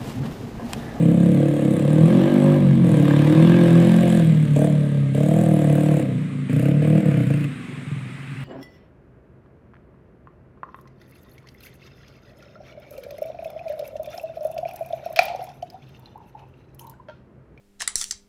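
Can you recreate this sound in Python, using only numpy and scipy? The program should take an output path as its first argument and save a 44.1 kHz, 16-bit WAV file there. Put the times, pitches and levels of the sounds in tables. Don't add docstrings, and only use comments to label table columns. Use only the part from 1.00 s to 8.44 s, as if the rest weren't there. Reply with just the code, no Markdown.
import sys
import numpy as np
from scipy import signal
from scipy.fft import rfft, irfft, next_fast_len
from scipy.io import wavfile
from scipy.ndimage import uniform_filter1d, map_coordinates

SR = 44100
rng = np.random.default_rng(int(sys.argv[2]) if len(sys.argv) > 2 else 0)


def inscribe(sig):
    pcm = np.round(np.clip(np.atleast_2d(sig).T, -1, 1) * 32767)
    wavfile.write(sys.argv[1], SR, pcm.astype(np.int16))


def convert_level_to_amplitude(level_db):
    exponent = np.asarray(level_db, float) / 20
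    return 10 ** exponent


N = 328104


def unit(x):
    return x / np.sqrt(np.mean(x ** 2) + 1e-20)


def along(points, hz):
    f, v = np.transpose(points)
    return np.interp(np.log(hz + 1), np.log(f + 1), v)


def curves(rows):
    s, *columns = np.transpose(rows)
    return [np.interp(np.arange(N) / SR, s, column) for column in columns]


def wobble(rate):
    knots = rng.standard_normal(int(N * rate / SR) + 4)
    return map_coordinates(knots, [np.arange(N) * rate / SR])


def filtered(x, response):
    m = next_fast_len(N + SR // 2)
    return irfft(rfft(x, m) * response(np.fft.rfftfreq(m, 1 / SR)), m)[..., :N]


def noise(spectrum, patchy_db):
    z = signal.stft(rng.standard_normal(N), nperseg=1024)[2]
    field = uniform_filter1d(rng.standard_normal(z.shape), size=3, axis=0)
    field = uniform_filter1d(field, size=5, axis=1)
    patchy = signal.istft(z * convert_level_to_amplitude(patchy_db * unit(field)), nperseg=1024)[1][:N]
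    return unit(filtered(patchy, lambda hz: convert_level_to_amplitude(along(spectrum, hz))))


def ring(at, gain, modes, stretch, linger, attack):
    t = np.arange(SR // 8) / SR
    rows = 0
    for hz, t60, db in modes:
        decay = convert_level_to_amplitude(db - 60 * t / (t60 * linger[:, None]))
        rows = rows - decay * np.sin(2 * np.pi * hz * stretch[:, None] * t)
    rows = rows * (1 - np.exp(-t / attack)) ** 2
    spacing = np.gradient(uniform_filter1d(at.astype(float), size=3, mode="nearest")) + 1
    rows = rows * (gain * np.sqrt(spacing / np.sum(rows ** 2, axis=1)))[:, None]
    places = at[:, None] + np.arange(len(t))
    return np.bincount(places.ravel(), rows.ravel(), N + len(t))[:N]


# t/s, f/Hz
FIRING_RATE = [(0.0, 33.01), (0.54, 36.89), (0.72, 33.89), (0.97, 38.83), (1.26, 48.19), (1.49, 50.17),
               (1.86, 43.1), (1.96, 35.91), (2.2, 36.37), (2.55, 43.73), (2.71, 41.88), (3.02, 43.94),
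               (3.53, 35.82), (3.7, 37.59), (4.12, 33.68), (4.39, 40.92), (4.7, 36.27), (4.89, 38.03),
               (5.12, 31.22), (5.45, 27.14), (5.74, 36.71), (6.0, 39.13), (6.28, 28.6), (6.42, 29.35),
               (6.55, 24.05), (6.9, 20.66), (7.13, 23.13), (7.44, 22.54)]
# t/s, share (0-1)
RAGGED = [(0, .05), (1.85, .07), (2, .15), (2.3, .06), (5, .08), (5.9, .12), (6.1, .4), (6.3, .15),
          (6.5, .2), (7.44, .35)]


def firings():
    rate, ragged = curves(FIRING_RATE)[0], curves(RAGGED)[0]
    cycle = np.cumsum(rate) / SR + 0.2016
    at = np.append(0, np.flatnonzero(np.diff(np.floor(cycle))))
    chance = rng.standard_normal((len(at), 2))
    late = .07 * ragged[at] * chance[:, 0] * SR / rate[at]
    size = convert_level_to_amplitude(6 * ragged[at] * chance[:, 1])
    return cycle, np.clip(at + late.astype(int), 0, N - 1), size


# start t/s, length t/s, bark level/dB at the start, bark level/dB at the end, factor on the loss after it (about 0-1)
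STRONG_FIRING = [(-.1, 1.67, -27, -27, 0.49), (1.839, 1.367, -27, -28.5, 0.64),
                 (3.554, 0.11, -25, -24, 0.69), (4.139, .88, -26.5, -27, 1.04),
                 (5.492, 0.214, -35, -26, 0.67), (5.82, .2, -27, -27, 0.7), (6.05, 0.181, -28, -34.5, 0.37),
                 (6.271, 0.18, -26.5, -53, 0.88)]
STEP_S, STEP_DB, SAG_DB_PER_S, DEEPEST_DB = 0.013, 13, 27.5, 27.5


def drive():
    t = np.arange(N) / SR
    stretch = np.searchsorted(np.transpose(STRONG_FIRING)[0], t) - 1
    start, length, first_db, last_db, factor = np.transpose(STRONG_FIRING)[:, stretch]
    since = np.maximum(t - start - length, 0)
    fall_db = STEP_DB * (1 - np.exp(-since / STEP_S)) + SAG_DB_PER_S * since
    strong_db = first_db + (last_db - first_db) * np.clip((t - start) / length, 0, 1)
    return strong_db, factor * np.minimum(fall_db, DEEPEST_DB)


# f/Hz, t60/s, level/dB within the group
BOOM_MODES = [(155, .1, 0)]
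THROB_MODES = [(193.4, 0.093, 0)]
DRONE_MODES = [(236.6, 0.098, 3.5), (308.8, 0.12, 9.5), (407, 0.05, 0)]
BARK_MODES = [(487.6, 0.037, -1.5), (655.2, 0.073, -10.5), (765, 0.039, -24), (857, 0.0048, -1.5)]
# t/s, boom level/dB, throb level/dB
LOW_LEVELS = [(0.0, -17, -29.5), (0.33, -18.5, -23.5), (0.52, -30.5, -33.5), (0.72, -24.5, -17.5),
              (0.79, -23, -40), (0.91, -17.5, -24.5), (1.28, -21.5, -21), (1.37, -38, -15),
              (1.44, -15, -21.5), (1.86, -14, -22), (2.05, -27.5, -25), (2.17, -16.5, -24),
              (2.57, -20, -23), (2.73, -16.5, -45), (2.84, -18, -21.5), (3.17, -20, -25), (3.54, -20, -40),
              (3.6, -21.5, -24.5), (4.1, -22, -37), (4.16, -19.5, -27.5), (4.39, -24.5, -22),
              (4.65, -21, -25.5), (4.93, -23, -24.5), (5.14, -26, -34), (5.46, -33.5, -38),
              (5.54, -17, -38), (5.7, -22, -21.5), (5.78, -24.5, -33), (5.94, -17.5, -23.5),
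              (6.02, -36, -25), (6.06, -20.5, -25), (6.2, -20.5, -37), (6.24, -26, -25), (6.29, -20, -32),
              (6.44, -25.5, -32.5), (6.51, -55, -45), (6.76, -33.5, -49), (6.84, -46, -50),
              (6.88, -24, -57), (6.98, -35, -59), (7.05, -38.5, -50), (7.44, -43.5, -60)]
# t/s, drone level/dB, intake growl level/dB,
# engine clatter level/dB, treble hiss level/dB
RIDE = [(0, -23.5, -47, -46.5, -54.5), (.5, -20, -51, -45, -52.5), (.9, -25, -45, -44, -53.5),
        (1.2, -18.5, -38.5, -38, -53.5), (1.5, -26, -37, -40, -53.5), (1.9, -21.5, -42, -41.5, -51.5),
        (2.2, -19.5, -36.5, -36.5, -52.5), (2.6, -17, -36.5, -35.5, -52), (2.9, -21.5, -38.5, -36.5, -49),
        (3.3, -27.5, -49, -40, -47.5), (3.6, -22, -46, -42.5, -47), (4.15, -25.5, -55.5, -45, -50),
        (4.9, -23, -47.5, -43, -50), (5.55, -24, -57.5, -42, -52.5), (5.95, -25, -54, -42, -54.5),
        (6.4, -30.5, -54.5, -41, -56), (7.44, -35.5, -43.5, -37.5, -45)]
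# t/s, tuning of boom and throb as heard (ratio),
# level/dB of the middle two bark modes over the outer two
HEADING = [(0, 1.125, -11.5), (.9, 1.03, -15), (1.3, 1.046, -14), (1.9, 0.955, -8), (2.2, 1.05, -12),
           (2.8, 1.027, -9.5), (3.6, 0.991, -0.5), (5, 1, -6), (7.44, 0.957, -8.5)]
DRONE_FOLLOWS = 0.48
IDLE_HZ, IDLE_DAMPING = 29.3, 1.6
COOLING, BARK_COOLING = 0.137, 0.13
WARM_UP_S = 0.099


def exhaust(at, size):
    boom_db, throb_db = (c[at] for c in curves(LOW_LEVELS))
    strong_db, loss_db = drive()
    bark_db = (strong_db - loss_db)[at]
    drone_db = curves(RIDE)[0][at] - DRONE_FOLLOWS * loss_db[at]
    tuning, middle_db = (c[at] for c in curves(HEADING))
    rate = curves(FIRING_RATE)[0][at]

    weak = np.clip(loss_db / STEP_DB, 0, 1)
    keep = np.exp(-1 / (WARM_UP_S * SR))
    chill = np.maximum(weak, signal.lfilter([1 - keep], [1, -keep], weak))[at]
    stretch = np.maximum(rate / 38, .85) ** 0.44
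    low_stretch = stretch * tuning
    drone_stretch = stretch * (1 - COOLING * chill)
    bark_stretch = stretch ** .5 * (1.025 - BARK_COOLING * chill)

    linger = convert_level_to_amplitude(np.clip(-.25 * (bark_db - boom_db + 11), -4, 4))
    linger = linger * np.minimum(rate / IDLE_HZ, 1) ** IDLE_DAMPING

    boom = ring(at, size * convert_level_to_amplitude(boom_db), BOOM_MODES, low_stretch, linger, attack=0.00082)
    throb = ring(at, size * convert_level_to_amplitude(throb_db), THROB_MODES, low_stretch, linger, attack=0.0013)
    drone = ring(at, size * convert_level_to_amplitude(drone_db), DRONE_MODES, drone_stretch, linger, attack=0.0013)
    outer = ring(at, size * convert_level_to_amplitude(bark_db), BARK_MODES[::3], bark_stretch, linger, attack=.0012)
    middle = ring(at, size * convert_level_to_amplitude(bark_db + middle_db), BARK_MODES[1:3], bark_stretch, linger, attack=.0012)
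    return boom + throb + drone, outer + middle


def thin_bass(x):
    return filtered(x, lambda hz: (-hz ** 2 / (111 ** 2 - hz ** 2 + 1j * 111 * hz)) ** 3)


def silencer(x):
    pitch_hz, width_hz, takes = 397, 80, 0.25
    return filtered(x, lambda hz: 1 - takes * 1j * hz * width_hz / (pitch_hz ** 2 - hz ** 2 + 1j * hz * width_hz))


def bursts(cycle, lag, fall):
    strength = convert_level_to_amplitude(2 * rng.standard_normal(400))[np.floor(cycle - lag + 1).astype(int)]
    return uniform_filter1d(strength * np.exp(-((cycle - lag) % 1) / fall), size=60)


# f/Hz, relative level/dB per Hz
GROWL = [(600, -26), (760, 2.5), (950, 3.5), (1150, 2.5), (1350, -7), (1700, -31.5)]


def intake_growl(growl_db, chatter):
    return convert_level_to_amplitude(growl_db) * unit(chatter * noise(GROWL, patchy_db=1.5))


# f/Hz, relative level/dB per Hz
CLATTER = [(790, -29), (1350, -7.5), (1440, -8.5), (1600, 5.5), (1890, -3), (2460, -2.5), (2730, -4.5),
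           (3620, -6), (4820, -19), (6000, -23.5), (7800, -49), (13200, -120)]
# f/Hz, relative level/dB per Hz
CLATTER_BEHIND = [(790, -39.5), (1350, -3.5), (1540, -1.5), (1890, -2.5), (2520, -2), (3530, -14.5),
                  (5530, -25), (6000, -37), (7800, -62), (13200, -120)]
# t/s, share (0-1)
RECEDING = [(0, 0), (4, 0), (5.6, 1), (7.44, 1)]


def engine_clatter(clatter_db, chatter):
    far = curves(RECEDING)[0]
    metal = np.sqrt(1 - far) * noise(CLATTER, patchy_db=2.0)
    metal = metal + np.sqrt(far) * noise(CLATTER_BEHIND, patchy_db=1.5)
    return convert_level_to_amplitude(clatter_db + 0.2 * wobble(9)) * unit(chatter * metal)


# f/Hz, relative level/dB per Hz
HISS = [(3240, -61), (5500, -16), (6670, -4.5), (7650, 1), (8430, 1), (9710, -3), (10500, -1.5),
        (12000, -15), (15600, -35), (22000, -120)]
# f/Hz, relative level/dB per Hz
SNAP = [(9000, -42), (11500, 5.5), (13500, 4.5), (15000, 3.5), (17000, -6.5)]


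def treble_hiss(hiss_db, load, cycle):
    gate = .25 + load * (1.3 * bursts(cycle, lag=.03, fall=.13) + .4 * bursts(cycle, lag=.58, fall=.3))
    hiss = unit(gate * noise(HISS, patchy_db=5.5))
    snap = unit(gate ** 1.4 * noise(SNAP, patchy_db=6.0))
    snap_db = -9.5 + 4.0 * curves(RECEDING)[0]
    return convert_level_to_amplitude(hiss_db + 0.52 * wobble(11)) * (hiss + convert_level_to_amplitude(snap_db) * snap)


GROWL_FOLLOWS, CLATTER_FOLLOWS, HISS_FOLLOWS = .4, 0.22, 0.69


def clatter_and_hiss(cycle):
    loss_db = uniform_filter1d(drive()[1], size=900)
    follows = [GROWL_FOLLOWS, CLATTER_FOLLOWS, HISS_FOLLOWS]
    growl_db, clatter_db, hiss_db = curves(RIDE)[1:] - np.outer(follows, loss_db)
    load = np.clip((hiss_db + 66) / 14, 0, 1)
    beat = 1.1 * bursts(cycle, lag=0.021, fall=0.13) + 0.2 * bursts(cycle, lag=0.715, fall=0.25)
    chatter = 0.63 + load * beat
    growl = intake_growl(growl_db, chatter)
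    return growl + engine_clatter(clatter_db, chatter) + treble_hiss(hiss_db, load, cycle)


# t/s, level/dB
WALL_STRENGTH = [(0, -17), (.5, -14.5), (3.2, -15.5), (3.6, -19), (5, -18), (6.3, -22), (7.44, -6.5)]
# f/Hz, t60/s
WALL_DECAY = [(100, 1), (800, 0.49), (3000, 0.035)]


def walls(low, bark):
    x = convert_level_to_amplitude(curves(WALL_STRENGTH)[0]) * (low + convert_level_to_amplitude(5) * bark)
    out, hop = np.zeros(N + 2 * SR), SR // 3
    for start in range(-hop, N, hop):
        hz, t, z = signal.stft(rng.standard_normal(SR // 2), SR, nperseg=512)
        decay = convert_level_to_amplitude(-60 * t / along(WALL_DECAY, hz)[:, None])
        tail = signal.istft(z * decay, SR, nperseg=512)[1]
        window = np.hanning(2 * hop)[max(0, -start):]
        piece = window * np.pad(x, (0, 2 * hop))[max(0, start):start + 2 * hop]
        answer = signal.fftconvolve(piece, tail / np.linalg.norm(tail))
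        out[max(0, start) + 900:][:len(answer)] += answer
    return out[:N]


# f/Hz, relative level/dB per Hz
YARD = [(210, -28), (350, 2.5), (922, -9), (1250, 1.5), (1530, -21), (2040, 0.5), (2430, -10),
        (2890, -11.5), (3790, -13), (4880, -29), (6600, -23.5), (8510, -16.5), (15600, -49)]


def yard_rustle():
    return convert_level_to_amplitude(-46.5 + 0.8 * wobble(3.4)) * noise(YARD, patchy_db=2.5)


# f/Hz, relative level/dB per Hz
RUMBLE = [(12, -14), (25, -4), (42, 0), (58, -6), (85, -6), (130, -40), (200, -120)]
# t/s, level/dB
RUMBLE_LEVEL = [(0, -45), (.8, -51), (1.7, -43), (3.1, -44), (3.6, -46), (4.1, -55), (4.9, -46), (5.4, -59),
                (5.9, -50), (6.85, -60), (7.44, -57)]


def low_rumble():
    return convert_level_to_amplitude(curves(RUMBLE_LEVEL)[0] + 1.5 * wobble(6)) * noise(RUMBLE, patchy_db=1.5)


# start t/s, end t/s, f/Hz, peak level/dB
SQUEAK = (3.315, 3.41, 14640, -63)


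def squeak():
    start, end, hz, db = SQUEAK
    t = np.arange(N) / SR
    shape = np.clip(np.minimum(t - start, end - t) / .02, 0, 1)
    return convert_level_to_amplitude(db + 3 * wobble(60)) * shape * np.sin(2 * np.pi * hz * t + 0.9 * wobble(80))


def scene():
    cycle, at, size = firings()
    low, bark = exhaust(at, size)
    low, bark = silencer(thin_bass(low)), silencer(bark)
    motorcycle = low + bark + clatter_and_hiss(cycle)
    return (motorcycle + walls(low, bark) + yard_rustle() + low_rumble() + squeak())[None]


def roll_off(x):
    return signal.sosfilt(signal.butter(12, 15700, fs=SR, output="sos"), x)


def record(dry):
    heard = filtered(dry, lambda hz: (1j * hz / (25 + 1j * hz)) ** 2)
    return roll_off(heard)


dry = scene()
out = record(dry)
inscribe(out)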